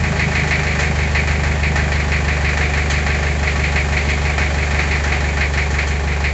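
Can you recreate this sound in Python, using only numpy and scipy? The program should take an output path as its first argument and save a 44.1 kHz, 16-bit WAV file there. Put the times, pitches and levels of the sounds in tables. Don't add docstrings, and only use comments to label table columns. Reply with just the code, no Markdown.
import sys
import numpy as np
from scipy import signal
from scipy.fft import rfft, irfft, next_fast_len
from scipy.io import wavfile
from scipy.ndimage import uniform_filter1d

SR = 44100
rng = np.random.default_rng(int(sys.argv[2]) if len(sys.argv) > 2 else 0)


def master_out(mix):
    frames = np.transpose(np.atleast_2d(mix))
    ceiling = np.clip(frames, -1, 1)
    pcm = np.round(ceiling * 32767).astype(np.int16)
    wavfile.write(sys.argv[1], SR, pcm)


N = 279153
TIME = np.arange(N) / SR


def amp(db):
    return 10 ** (np.asarray(db) / 20)


def unit(x):
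    return x / np.sqrt(np.mean(x ** 2) + 1e-20)


def curves(rows):
    knots, *columns = np.transpose(rows)
    return [np.interp(TIME, knots, column) for column in columns]


def colour(points, hz):
    f, db = np.transpose(points)
    return amp(np.interp(np.log(hz + 1), np.log(f + 1), db))


def filtered(x, response):
    size = next_fast_len(len(x) + 8192)
    hz = np.fft.rfftfreq(size, 1 / SR)
    return irfft(rfft(x, size) * response(hz), size)[:len(x)]


def strike(times, sizes, response):
    samples = np.clip(np.round(times * SR).astype(int), 0, N)
    train = np.bincount(samples, sizes, N + 1)
    return signal.fftconvolve(train, response)[:N]


# f/Hz, width/Hz, lift/dB (negative is a dip)
BLOCK_RESONANCES = [(416, 140, 4.5), (559, 11, 8), (625, 13, 9), (735, 39, 6.5), (829, 25, 5),
                    (1132, 41, 6), (1581, 18, 9), (1798, 14, 6), (1986, 23, 5.5), (1954, 26, -3.5),
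                    (2100, 26, -2.5), (2220, 26, -2.5), (2220, 31, 4.5), (2360, 22, 6), (2486, 50, 7.5)]


def metal(x, points):
    def response(hz):
        lift_db = sum(db / (1 + (2 * (hz - f) / width) ** 2) for f, width, db in BLOCK_RESONANCES)
        return colour(points, hz) * amp(lift_db)
    return unit(filtered(x, response))


def echoes(fade, smoothing_bins=41):
    spectrum = rfft(fade * rng.standard_normal(len(fade)))
    smooth_power = uniform_filter1d(np.abs(spectrum) ** 2, smoothing_bins)
    cluster = irfft(spectrum / np.sqrt(smooth_power), len(fade))
    return cluster / np.linalg.norm(cluster)


def blows(times, cylinder, db, points, fade, fresh):
    power = np.abs(strike(times, amp(db) ** 2, fade ** 2))
    repeated = np.zeros(N)
    for c in range(len(CYLINDERS)):
        own = cylinder == c
        repeated += strike(times[own], amp(db[own]), echoes(fade))
    rattle = np.sqrt(power) * metal(rng.standard_normal(N), points)
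    repeated_gain = np.sqrt((1 - fresh) * np.mean(power))
    return repeated_gain * metal(repeated, points) + np.sqrt(fresh) * rattle


# t/s, speed/rpm
CRANK_SPEED = [(0, 760.2), (.4, 763.4), (.9, 746.3), (1.7, 744.4), (2.2, 733.4), (3.2, 731.1), (4, 728.4),
               (4.6, 730.3), (5.2, 722.6), (6.33, 718.4)]


def firings(count=4):
    turns_per_s = curves(CRANK_SPEED)[0] / 60
    phase = np.cumsum(turns_per_s * 2) / SR
    number = np.arange(int(phase[-1]) + 1)
    return phase, np.interp(number, phase, TIME), number % count


# t/s, level/dB
RUSH_LEVEL = [(0, -29), (2, -30.5), (4.5, -28), (6.33, -32.5)]
# f/Hz, level/dB
RUSH_COLOUR = [(25, -0.5), (60, -3.5), (170, 14), (280, 0), (410, 0.5), (600, -0.5), (1000, -4.5),
               (2200, -6.5), (3100, -4.5), (4200, -9.5), (5500, -12.5), (7300, -8), (8500, -18)]


def fan():
    return amp(curves(RUSH_LEVEL)[0]) * metal(rng.standard_normal(N), RUSH_COLOUR)


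# t/s, level/dB before the fade, bright edge against it/dB
STANDOUT_CLACKS = [(.473, -36, 2.5), (.792, -28.5, 0.5), (1.434, -36, -4), (2.898, -23.5, -1.5),
                   (4.095, -28, -4), (5.527, -30, -13), (5.704, -33.5, 2), (5.871, -36, 5)]
# f/Hz, level/dB
CLACK_COLOUR = [(500, -21), (1300, -12), (1800, -1), (2500, -13.5), (3200, 5.5), (3700, -7.5), (4350, 5.5),
                (5200, -10), (8000, -21.5)]
# f/Hz, level/dB
SPARKLE_COLOUR = [(3000, -17), (5500, -9.5), (6300, 3.5), (7200, 2.5), (8500, -12)]


def clacks(jolts, attack_s=0.004, t60_s=0.25, jolt_db=-35, jolt_scatter_db=2.5, jolt_edge_db=-15):
    light_db = jolt_db + jolt_scatter_db * rng.standard_normal(len(jolts))
    light = np.column_stack([jolts, light_db, np.full(len(jolts), jolt_edge_db)])
    times, db, edge_db = np.vstack([STANDOUT_CLACKS, light]).T
    t = np.arange(SR // 2) / SR
    fade = (1 - np.exp(-t / attack_s)) * amp(-60 * t / t60_s)

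    def bursts(level_db, points):
        power = np.abs(strike(times, amp(level_db) ** 2, fade ** 2))
        return np.sqrt(power) * metal(rng.standard_normal(N), points)

    return bursts(db, CLACK_COLOUR) + bursts(db + edge_db, SPARKLE_COLOUR)


# f/Hz, width/Hz, level/dB
PIPE_RESONANCES = [(42.4, 9.1, -10), (77.76, 12.3, -5), (138.2, 19, -5), (155.5, 17, -7.5),
                   (205.7, 14.3, -13), (296, 16, -22)]


def pipe(hz):
    response = 0
    for k, (f, width, db) in enumerate(PIPE_RESONANCES):
        damping = 1j * hz * width
        response = response + (-1) ** k * amp(db) * damping / (f * f - hz * hz + damping)
    return response


# t/s, pipe boom level/dB, puffs level/dB, cold cylinder's bark level/dB
EXHAUST_LEVELS = [(0, -27, -21.5, -28), (.6, -25, -22.5, -31), (1, -20, -22, -32.5),
                  (1.7, -19.5, -21.5, -35), (2.3, -19.5, -23, -41), (4.5, -19.5, -24, -43),
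                  (6.33, -19.5, -25.5, -47)]


def exhaust(phase, times, cylinder, scatter_db=0.54, boom_lead_s=0.001,
            bark_hz=152, bark_lead_s=0.0111, bark_decay_s=0.0075):
    boom_db, puff_db, bark_db = curves(EXHAUST_LEVELS)
    size_db, lead_s = np.array(CYLINDERS)[cylinder].T[5:]
    sizes = amp(size_db + scatter_db * rng.standard_normal(len(times)))
    puffs = -unit(filtered(strike(times - lead_s, sizes, [1]), pipe))

    led_phase = phase + boom_lead_s * SR * np.gradient(phase)
    boom = unit(np.cos(2 * np.pi * 3 * led_phase))

    t = np.arange(SR // 10) / SR
    cold = cylinder == len(CYLINDERS) - 1
    burst = -t * np.exp(-t / bark_decay_s) * np.sin(2 * np.pi * bark_hz * t)
    bark = unit(strike(times[cold] - bark_lead_s, sizes[cold], burst))
    return amp(boom_db) * boom + amp(puff_db) * puffs + amp(bark_db) * bark


# f/Hz, level/dB
THUD_COLOUR = [(150, -15), (220, 4.5), (310, -5), (400, 4), (520, -1.5), (740, -1), (1000, -1.5),
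               (1400, -13.5), (2500, -30.5), (5000, -38)]


def thud(times, cylinder, level_db=-29, attack_s=0.0055, t60_s=0.45):
    t = np.arange(16384) / SR
    fade = (1 - np.exp(-t / attack_s)) * amp(-60 * t / t60_s)
    return blows(times, cylinder, np.full(len(times), level_db), THUD_COLOUR, fade, fresh=0.093)


# t/s, hardness/dB
IDLE_HUNTING = [(0, -2.5), (.5, 1), (1.05, -2), (1.65, -1.5), (2.2, -2), (2.65, 1.5), (3.35, -1), (3.9, -2),
                (4.4, 1), (4.85, -0.5), (5.3, -1.5), (6.33, -1.5)]
CYLINDER_SCATTER = [2.8, 1.3, 2.0, 1.5]
# t/s, hardness/dB
HARD_BANGS = [(.194, 4), (.352, 3), (.509, 5.5), (.791, 6), (1.149, 5), (1.273, 4), (1.632, 3.5),
              (1.756, 3.5), (1.918, 4.5), (2.118, 3.5), (2.446, 3.5), (3.472, 6), (3.637, 6), (3.759, 5.5),
              (3.966, 6.5), (4.088, 3.5), (4.379, 6.5), (4.789, 7), (4.911, 5), (5.119, 6), (5.408, 6),
              (5.575, 4.5), (5.784, 6.5), (6.241, 5.5)]
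MISFIRE_TIMES = [1.473, 3.392, 5.452, 5.828]


def hardness(times, cylinder, misfire_db=-7.5):
    warming = np.array(CYLINDERS)[cylinder, 3] * (times - times.mean())
    chance = np.array(CYLINDER_SCATTER)[cylinder] * rng.standard_normal(len(times))
    uneven = np.interp(times, *np.transpose(IDLE_HUNTING)) + chance
    misfires = [(s, misfire_db) for s in MISFIRE_TIMES]
    for s, db in list(HARD_BANGS) + misfires:
        nearest = np.argmin(np.abs(times - s))
        uneven[nearest] = db
    return warming + uneven


def crack(t, crack_db=-7, decay_s=0.00067):
    return 1 + amp(crack_db) * np.exp(-t / decay_s)


# f/Hz, level/dB
KNOCK_COLOUR = [(150, -27), (260, -9.5), (400, -4.5), (520, -8), (740, -2.5), (1000, -6.5), (1350, -2),
                (1600, -0.5), (1830, 4), (2100, -8.5), (2800, -20), (4400, -16.5), (7200, -15.5),
                (9000, -36)]


def knock(times, cylinder, db, attack_s=0.0007, direct_t60_s=0.12, direct_db=3, shed_t60_s=0.36, shed_db=-1):
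    t = np.arange(16384) / SR
    direct = amp(direct_db - 60 * t / direct_t60_s)
    shed = amp(shed_db - 60 * t / shed_t60_s)
    fade = (1 - np.exp(-t / attack_s)) * np.hypot(direct, shed)
    return blows(times, cylinder, db, KNOCK_COLOUR, fade * crack(t), fresh=0.12)


# f/Hz, level/dB
RING_COLOUR = [(900, -32), (1600, -15), (1950, 0), (2200, 1), (2470, -4.5), (2750, -10.5), (3400, -22),
               (4300, -13.5), (5300, -28), (8000, -49.5)]


def ring(times, cylinder, db, attack_s=0.00033, length_s=0.063):
    t = np.arange(16384) / SR
    fade = (1 - np.exp(-t / attack_s)) * np.exp(-(t / length_s) ** 2)
    return blows(times, cylinder, db, RING_COLOUR, fade, fresh=0.09)


# ignition lag/s, usual knock level/dB, usual ring level/dB,
# hardness change with warming/(dB/s), knock per hardness/(dB/dB), relative puff level/dB, puff lead/s
CYLINDERS = [(.0005, -25, -27.5, -0.44, .7, 4.5, .0173), (-.0028, -27, -23, -0.47, 0.3, 6, 0.01623),
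             (-.0012, -28.3, -25, -0.14, 0.67, 5.5, .017), (.0005, -28, -30.5, -0.8, 0.7, 1.5, 0.0173)]


def combustion(times, cylinder, knock_scatter_db=1.58, jitter_s=.00004):
    lag_s, knock_db, ring_db, _, knock_share = np.array(CYLINDERS)[cylinder].T[:5]
    chance = rng.standard_normal((len(times), 2))
    hard_db = hardness(times, cylinder)
    knock_db = knock_db + knock_share * hard_db + knock_scatter_db * chance[:, 0]
    ignition = times + lag_s + jitter_s * chance[:, 1]
    return knock(ignition, cylinder, knock_db) + ring(ignition, cylinder, ring_db + hard_db)


def scene():
    phase, times, cylinder = firings()
    jolts = times[cylinder == 0][1:]
    background = fan() + clacks(jolts) + exhaust(phase, times, cylinder)
    return (background + thud(times, cylinder) + combustion(times, cylinder))[None]


def record(dry, top_hz=8000):
    def treble_limit(hz):
        return 1 / np.sqrt(1 + (hz / (top_hz - 250)) ** 70) * (hz < top_hz + 500)
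    return np.array([filtered(x, treble_limit) for x in dry])


dry = scene()
out = record(dry)
master_out(out)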